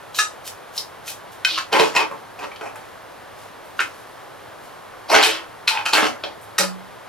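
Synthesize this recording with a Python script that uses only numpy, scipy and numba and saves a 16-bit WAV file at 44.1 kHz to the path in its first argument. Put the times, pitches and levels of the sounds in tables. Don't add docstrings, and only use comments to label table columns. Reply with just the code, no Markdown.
import sys
import numpy as np
from scipy import signal
from scipy.fft import rfft, irfft, next_fast_len
from scipy.io import wavfile
from scipy.ndimage import uniform_filter1d
from numba import njit

SR = 44100
rng = np.random.default_rng(int(sys.argv[2]) if len(sys.argv) > 2 else 0)


def pcm_store(signal):
    levels = np.round(np.clip(np.atleast_2d(signal), -1, 1) * 32767)
    wavfile.write(sys.argv[1], SR, levels.astype(np.int16).T)


N = 312291
TIME = np.arange(N) / SR


def undb(db):
    return 10 ** (np.asarray(db) / 20)


def unit(x):
    return x / np.sqrt(np.mean(x ** 2))


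def decay(t, t60):
    return np.exp(-np.log(1000) * t / t60)


def over_hz(table, hz):
    rows = np.array(table)
    return np.interp(np.log(hz + 1), np.log(rows[:, 0]), rows[:, 1])


def shaped(x, gain):
    size = next_fast_len(N)
    hz = np.arange(size // 2 + 1) * SR / size
    return irfft(rfft(x, size) * gain(hz), size)[:N]


def band(x, lo_hz, hi_hz):
    return signal.sosfilt(signal.butter(3, [lo_hz, hi_hz], "band", fs=SR, output="sos"), x)


def walk(rate_hz):
    hold = int(SR / rate_hz)
    steps = np.repeat(rng.standard_normal(N // hold + 1), hold)
    return uniform_filter1d(steps, hold)[:N] * np.sqrt(3 / 2)


def grit(clicks_per_s, spread_db):
    hit = rng.random(N) < clicks_per_s / SR
    boost = undb(spread_db * np.minimum(rng.exponential(size=N), 2))
    return hit * rng.standard_normal(N) * boost


def swell(start_s, rise_s, hold_s, fade_db_per_s, db):
    t = TIME - start_s
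    rise = RISE_DB * np.clip(1 - t / rise_s, 0, 1)
    fade = fade_db_per_s * np.maximum(t - rise_s - hold_s, 0)
    return (t > 0) * undb(db - rise - fade)


RISE_DB = 30


def rings(modes, gain, stretch, seconds):
    hz, db, t60 = np.transpose(modes)[:, :, None]
    t = np.arange(int(seconds * SR)) / SR
    strength = gain[:, None] * undb(db)
    return np.sum(strength * decay(t, t60 * stretch) * np.sin(2 * np.pi * hz * t), axis=0)


def spot(hz, centres_hz, octaves):
    return sum(np.exp(-(np.log2((hz + 1) / centre) / octaves) ** 2) for centre in centres_hz)


@njit
def resonance(x, hz, sharpness):
    y = np.empty(len(x))
    band_state, low_state, damping = 0., 0., 1 / sharpness
    for i in range(len(x)):
        g = np.tan(np.pi * hz[i] / SR)
        v = (band_state + g * (x[i] - low_state)) / (1 + g * (g + damping))
        band_state = 2 * v - band_state
        low_state += 2 * g * v
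        y[i] = damping * v
    return y


# (frequency [Hz], density [dB per Hz])
HOOD_SPECTRUM = [(15, -46), (25, -11.5), (53, -16.5), (103, -7), (220, -10.5), (584, -1.5), (1150, -2),
                 (1250, -4), (1550, -5.5), (2460, -14), (3320, -15.5), (7710, -29), (11600, -26),
                 (15200, -38), (16500, -45)]
HOOD_DB = -41.5
HUM_HZ, HUM_WIDTH_HZ, HUM_DB = 105.3, 19, -62.5


def hood():
    rush = shaped(rng.standard_normal(N), lambda hz: undb(over_hz(HOOD_SPECTRUM, hz)))
    hum = band(rng.standard_normal(N), HUM_HZ - HUM_WIDTH_HZ / 2, HUM_HZ + HUM_WIDTH_HZ / 2)
    return undb(HOOD_DB) * unit(rush) + undb(HUM_DB) * unit(hum)


# (start [s], rise [s], hold [s], fade [dB/s], level [dB], brightness [dB])
SLAPS = [(0.131, 0.027, 0.039, 1500, -30, -3.5), (0.426, 0.033, .012, 520, -35.5, 0),
         (0.716, 0.052, 0.016, 400, -35, -0.5), (1.036, 0.048, .005, 400, -29, -1),
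         (1.304, .018, .004, 350, -50, 1), (3.337, 0.041, .07, 260, -54, -2),
         (3.635, .014, .004, 160, -65, 7), (3.74, 0.046, .01, 100, -46.5, -4),
         (3.923, 0.018, .02, 29, -60.5, 1), (4.604, .025, .02, 107, -55.5, -1),
         (6.397, 0.02, .01, 301, -63, 13)]
DRIP_DB, DRIP_SWING_DB = -69.5, 3.5


def sauce(clicks_per_s=3900.0, spread_db=0.0):
    fizz = grit(clicks_per_s, spread_db)
    dull = unit(band(fizz, 2640, 7660))
    bright = unit(band(fizz, 6720, 15300))
    out = undb(DRIP_DB + DRIP_SWING_DB * walk(12)) * (dull + bright)
    for *gesture, bright_db in SLAPS:
        out += swell(*gesture) * (dull + undb(bright_db) * bright)
    return out


# (frequency [Hz], level [dB], base t60 [s])
PAN_MODES = [(361, -9.5, 0.44), (447, 1, 0.2), (580, -1.5, 0.1), (670, -1, 0.15), (773, 5.5, 0.15),
             (869, 1, 0.19), (990.6, -11, 0.17), (1148, 11.5, 0.04), (1443, 12, 0.032), (1522, -10, .12),
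             (1640, -10.5, 0.016), (1860, 5.5, 0.026), (2121, 3, 0.055), (2010, -6.5, 0.04),
             (2550, 4, 0.012), (2510, 8, 0.11), (2870, -7, 0.059), (2990, -23, 0.023), (3090, 7, 0.069),
             (3440, -33, 0.051), (3590, -38.5, 0.027), (3974, 12, 0.019), (4350, 6, 0.025),
             (4770, 1.5, 0.053), (5360, 0, 0.13), (5870, 8, 0.023), (7100, 6, 0.026), (8300, -23, 0.085)]
# (time [s], level [dB], low favoured [Hz], high favoured [Hz], thud [dB], clang [dB],
# tick [dB], ring length factor [1], ring trim [dB])
BLOWS = [(0.1453, -27.5, 1000, 4080, -4, 12, -6, 0.97, -12),
         (0.1874, -7.5, 1260, 3936, -22.5, -8.5, -9, 1, -6),
         (0.4754, -27.5, 790, 5100, -11, 8.5, 5.5, 0.47, -10),
         (0.7777, -44, 880, 5280, 13, 40.5, 21.5, 0.15, -3),
         (1.077, -25.5, 1270, 4100, -15, 7, -7, 0.45, -2),
         (1.4476, -6.5, 1526, 4230, -86, 4.5, -12.5, 0.45, 2),
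         (1.7275, -12.5, 920, 2670, 6, 10, -9, 0.71, -6), (1.7964, -4, 917, 4030, 0, -3, -20, 0.3, 0),
         (1.9505, -17, 990, 5300, 1, -7, -10, 0.52, 1.5), (1.9628, 0, 982, 2630, -6, -1, -20, 0.5, -11.5),
         (2.1117, -12, 1010, 2450, -5, -36, -27, 0.38, -12),
         (2.39, -22, 810, 2550, -10, -7, -17, 0.52, -13),
         (2.4369, -14.5, 1200, 2670, 3, -8, -25, 0.23, -21),
         (2.5162, -18.5, 2160, 2380, -18, -14, -29, 0.36, -3),
         (2.56, -36, 904, 3130, -15, 13.5, -10, 0.2, -6), (2.61, -17, 1530, 2300, -3, -12, -24, 0.17, 1),
         (2.7566, -16.5, 880, 2400, -20, -24, -16, 0.27, -4),
         (3.7919, -2, 1434, 2660, -13, -8.5, -37, 0.45, -17), (5.1013, -19, 888, 2760, 5, -9, -9, 0.96, -4),
         (5.1428, -10.5, 1456, 4320, -10, 1, -23, 0.43, -0.5),
         (5.2331, -9, 1580, 2920, -27, 10, -9, 0.75, -6), (5.677, 0, 2280, 4036, -40, -1, -21, 0.32, -1.5),
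         (5.7727, -10.5, 990, 2440, -31, -9, -39, 0.19, 7),
         (5.8601, -18.5, 1414, 2560, -31, 5.5, -14, 0.76, -6),
         (5.9333, -9, 872, 4250, -6, 11.5, -4.5, 0.19, -0.5),
         (6.0261, -0.5, 910, 3140, 2, -32, -31, 0.19, -12),
         (6.2365, -11, 1360, 3180, -0.5, 3.5, -29, 0.41, -15),
         (6.5839, -13, 1843, 4620, -17, -5.5, 4.5, 0.77, 1)]
COLOUR_HZ = (450, 1600, 3900, 9000)


def blows(focus_db=17.5, focus_octaves=0.031, crack_s=0.0081, crack_focus_db=7.0, crack_octaves=0.13,
          contact_s=0.0013, snap_db=0.0, snap_s=0.0014):
    out = np.zeros(N + SR)
    hz = np.array(PAN_MODES)[:, 0]
    t = np.arange(2048) / SR
    bins_hz = np.fft.rfftfreq(len(t), 1 / SR)
    for start_s, db, low_hz, high_hz, thud, clang, tick, stretch, trim_db in BLOWS:
        colour = list(zip(COLOUR_HZ, (thud, 0, clang, tick)))
        favoured_hz = (low_hz, high_hz)
        ring_db = over_hz(colour, hz) + focus_db * spot(hz, favoured_hz, focus_octaves) + trim_db
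        polarity = np.sign(rng.standard_normal(len(hz)))
        sound = .3 * rings(PAN_MODES, undb(ring_db) * polarity, max(stretch, .05), .3)

        crack_focus = crack_focus_db * (spot(bins_hz, favoured_hz, crack_octaves) - .5)
        crack_db = over_hz(colour, bins_hz) + crack_focus
        noise = irfft(rfft(rng.standard_normal(len(t))) * undb(crack_db))
        sound[:len(t)] += noise * (np.exp(-t / crack_s) + undb(snap_db) * np.exp(-t / snap_s))

        sound *= 1 - np.exp(-np.arange(len(sound)) / (SR * contact_s))
        start = int(start_s * SR)
        out[start:start + len(sound)] += undb(db) * sound
    return out[:N]


# (frequency [Hz], level [dB], t60 [s])
TONG_MODES = [(1251, -2.5, 0.17), (1725, -0.5, 0.078), (1860, -17, 0.11), (2030, -31, 0.14),
              (2260, -35, .2), (2774, -7.5, 0.097), (2880, -24, 0.089), (3720, -9, 0.1), (3970, -12, 0.11),
              (5100, -27, 0.041), (4890, -7, 0.11), (5300, -14, 0.028), (5780, -4, 0.04), (6030, -8, 0.044),
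              (6830, -13, 0.03), (7330, -15, 0.097), (8080, -26, 0.095), (8640, -15, 0.1)]
# (time [s], level [dB], tilt [dB per octave])
CLACKS = [(0.1867, -19.5, 1), (6.5816, -23.5, 4)]


def clacks(chatter_db=-20.5, chatter_s=0.02, splash_db=5.5, splash_s=0.028):
    out = np.zeros(N)
    hz = np.array(TONG_MODES)[:, 0]
    t = np.arange(int(.45 * SR)) / SR
    polarity = (-1.) ** np.arange(len(hz))
    for start_s, db, tilt_db in CLACKS:
        tilt = undb(tilt_db * np.log2(hz / hz[0]))
        ring = rings(TONG_MODES, tilt * polarity, 1, .45)
        noise = rng.standard_normal(len(t))
        chatter = signal.fftconvolve(noise * np.exp(-t / chatter_s), ring)[:len(t)]
        splash = band(noise, 2500, 8800) * np.exp(-t / splash_s)
        sound = ring + undb(chatter_db) * chatter + undb(splash_db) * splash
        start = int(start_s * SR)
        out[start:start + len(t)] += undb(db) * sound
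    return out


# (start [s], rise [s], hold [s], fade [dB/s], level [dB], thud [dB],
# clang [dB], tick [dB], hollow [dB], initial hollow [Hz], initial squeal [Hz], glide [octaves/s])
STROKES = [(1.462, 0.022, 0.094, 296, -32, -17, 7, -8, -22, 600, 4210, -4),
           (1.713, 0.013, 0.046, 200, -16.5, -2, -6, -17, -7, 830, 2920, -0.5),
           (1.784, .015, 0.042, 300, -19.5, -1, -4.5, -14.5, -2, 910, 3100, 0),
           (1.923, 0.04, 0.047, 424, -17.5, -3.5, -4, -18.5, -3.5, 897, 2820, 0.1),
           (2.104, .005, .015, 220, -42, 5.5, -7, -22, 7, 880, 2770, 1.5),
           (2.376, .018, 0.013, 250, -35, -2.5, -3.5, -14, -1.5, 780, 2620, -5.5),
           (2.415, 0.016, 0.018, 350, -40, 8, 0, -22, -2, 910, 2730, -1),
           (2.605, .012, .045, 450, -28.5, -3.5, -9.5, -20, -8.5, 780, 2740, -4),
           (2.747, .006, .03, 100, -49, -13, -2.5, -9, -3, 880, 3150, -1.5),
           (3.797, 0.0026, .005, 560, -17, -17, -6, -16, -9.5, 845, 2900, 3),
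           (5.079, 0.021, 0.026, 202, -20.5, 2, -0.5, -10, -1.5, 740, 4450, 3.5),
           (5.133, 0.016, 0.064, 161, -18, -8, -3.5, -20.5, -8, 826, 3300, -1.7),
           (5.222, .005, 0.029, 251, -23.5, -22, -1, 0, -10, 787, 3860, -0.5),
           (5.286, 0.028, 0.015, 357, -39.5, -13, 12, -17, -15, 610, 3300, -1.2),
           (5.671, 0.0036, .01, 250, -23, -21, 3.5, -3, -7, 915, 3640, 1),
           (5.698, .015, 0.085, 400, -34.5, -11, -8, -27, 5.5, 880, 3300, 0.1),
           (5.849, 0.0067, 0.019, 255, -26, -16, 3, -7.5, -10, 1410, 2720, -0.7),
           (5.924, 0.0089, 0.045, 302, -12.5, -6, -7, -12.5, -15, 680, 3460, -2),
           (5.999, 0.029, 0.024, 271.5, -23.5, -3.5, 0, -13.5, -11, 830, 3340, -3),
           (6.233, 0.0026, 0.003, 268, -36, 7, 0, -28, -2, 577, 3600, 2),
           (6.586, 0.0025, 0.018, 314, -24.5, -2.5, 2.5, -1, -28, 614, 4330, 1.5)]
FADE_SHARES = (0.98, 0.88, 0.95, 1.05, 1.22)
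BAND_EDGES_HZ = (1000, 2500, 6000)


def scrapes(clicks_per_s=5000., spread_db=3.0, rasp=0.14, damping=0.15, patchy_db=6.5, squeal_gain=1.55,
            judder_db=1.5, drift=0.021):
    slips = grit(clicks_per_s, spread_db) * undb(judder_db * walk(110))
    body = 0
    for hz, mode_db, t60 in PAN_MODES:
        sharpness = np.pi * hz * t60 * damping / np.log(1000)
        caught = slips * undb(patchy_db * walk(35))
        moving_hz = hz * (1 + drift * walk(25))
        body = body + undb(mode_db) * unit(resonance(caught, moving_hz, sharpness))
    sound = unit(body) + rasp * unit(slips)

    rows = np.array(STROKES)
    now = rows[np.maximum(np.searchsorted(rows[:, 0], TIME) - 1, 0)].T
    glide = 2 ** (now[-1] * np.clip(TIME - now[0], 0, .2))
    hollow_hz, squeal_hz = now[-3] * glide, now[-2] * glide
    hollow = unit(resonance(resonance(slips, hollow_hz, 3.9), hollow_hz, 3.3))
    squeal = unit(resonance(resonance(slips, squeal_hz, 2.06), squeal_hz, 2.3))

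    edges = (200, *BAND_EDGES_HZ, 14500)
    low, middle, high, top = (unit(band(sound, lo, hi)) for lo, hi in zip(edges, edges[1:]))
    parts = (low, middle, unit(high + squeal_gain * squeal), top, hollow)
    out = 0
    for start_s, rise_s, hold_s, fade, db, thud, clang, tick, hollow_db, *_ in STROKES:
        levels_db = (thud, 0, clang, tick, hollow_db)
        for part, part_db, share in zip(parts, levels_db, FADE_SHARES):
            out = out + part * swell(start_s, rise_s, hold_s, share * fade, db + part_db)
    return out


# (time [s], level [dB], frequency [Hz], t60 [s])
BOOMS = [(1.509, -33.5, 318, 0.19), (2.758, -28, 870, 0.075), (5.244, -29, 330, 0.43),
         (5.705, -13.5, 893, 0.17), (5.778, -25, 873, 0.13), (5.862, -28, 1327, 0.21),
         (6.591, -25.5, 186.6, 0.62), (6.601, -26, 339, 0.2)]


def booms(rise_s=0.0091):
    out = np.zeros(N)
    for start_s, db, hz, t60 in BOOMS:
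        t = np.maximum(TIME - start_s, 0)
        rise = 1 - np.exp(-t / rise_s)
        out += undb(db) * rise * decay(t, t60) * np.sin(2 * np.pi * hz * t)
    return out


# (frequency [Hz], t60 [s])
KITCHEN_T60 = [(200, 0.33), (1000, 0.2), (4000, 0.18), (12000, 0.2)]


def kitchen(x):
    t = np.arange(int(.5 * SR)) / SR
    tail = np.zeros(len(t))
    for hz in 115 * 2 ** np.arange(8.):
        noise = rng.standard_normal(len(t))
        octave = band(noise, hz / np.sqrt(2), min(hz * np.sqrt(2), .45 * SR))
        tail += octave * decay(t, over_hz(KITCHEN_T60, hz))
    tail *= 1 - np.exp(-t / 0.0072)
    return signal.fftconvolve(x, tail / np.sqrt(np.sum(tail ** 2)))[:N]


# (frequency [Hz], side minus mid [dB])
WIDTH = [(60, -23), (110, -0.5), (200, 0.5), (380, 2.5), (700, -2.5), (1290, -7.5), (2380, -7.5),
         (4400, -6.5), (8120, -1), (15000, 0.5)]
QUADRATURE = .3
WET_DB = -4
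LOW_HZ, HIGH_HZ = 148, 13000


def scene():
    pan = band(sauce() + blows() + clacks() + scrapes(), LOW_HZ, HIGH_HZ) + booms()
    mid = undb(-2.0) * (pan + undb(WET_DB) * kitchen(pan)) + hood()
    other = undb(-1) * kitchen(pan) + hood()
    side = shaped(mid, lambda hz: 1j * np.sqrt(QUADRATURE) * undb(over_hz(WIDTH, hz)))
    side += shaped(other, lambda hz: np.sqrt(1 - QUADRATURE) * undb(over_hz(WIDTH, hz)))
    return np.array([mid + side, mid - side])


TOP_HZ = 16500


def record(dry):
    rounded = dry / (1 + (dry / .86) ** 6) ** (1 / 6)
    return signal.sosfilt(signal.ellip(10, .2, 80, TOP_HZ, fs=SR, output="sos"), rounded)


dry = scene()
out = record(dry)
pcm_store(out)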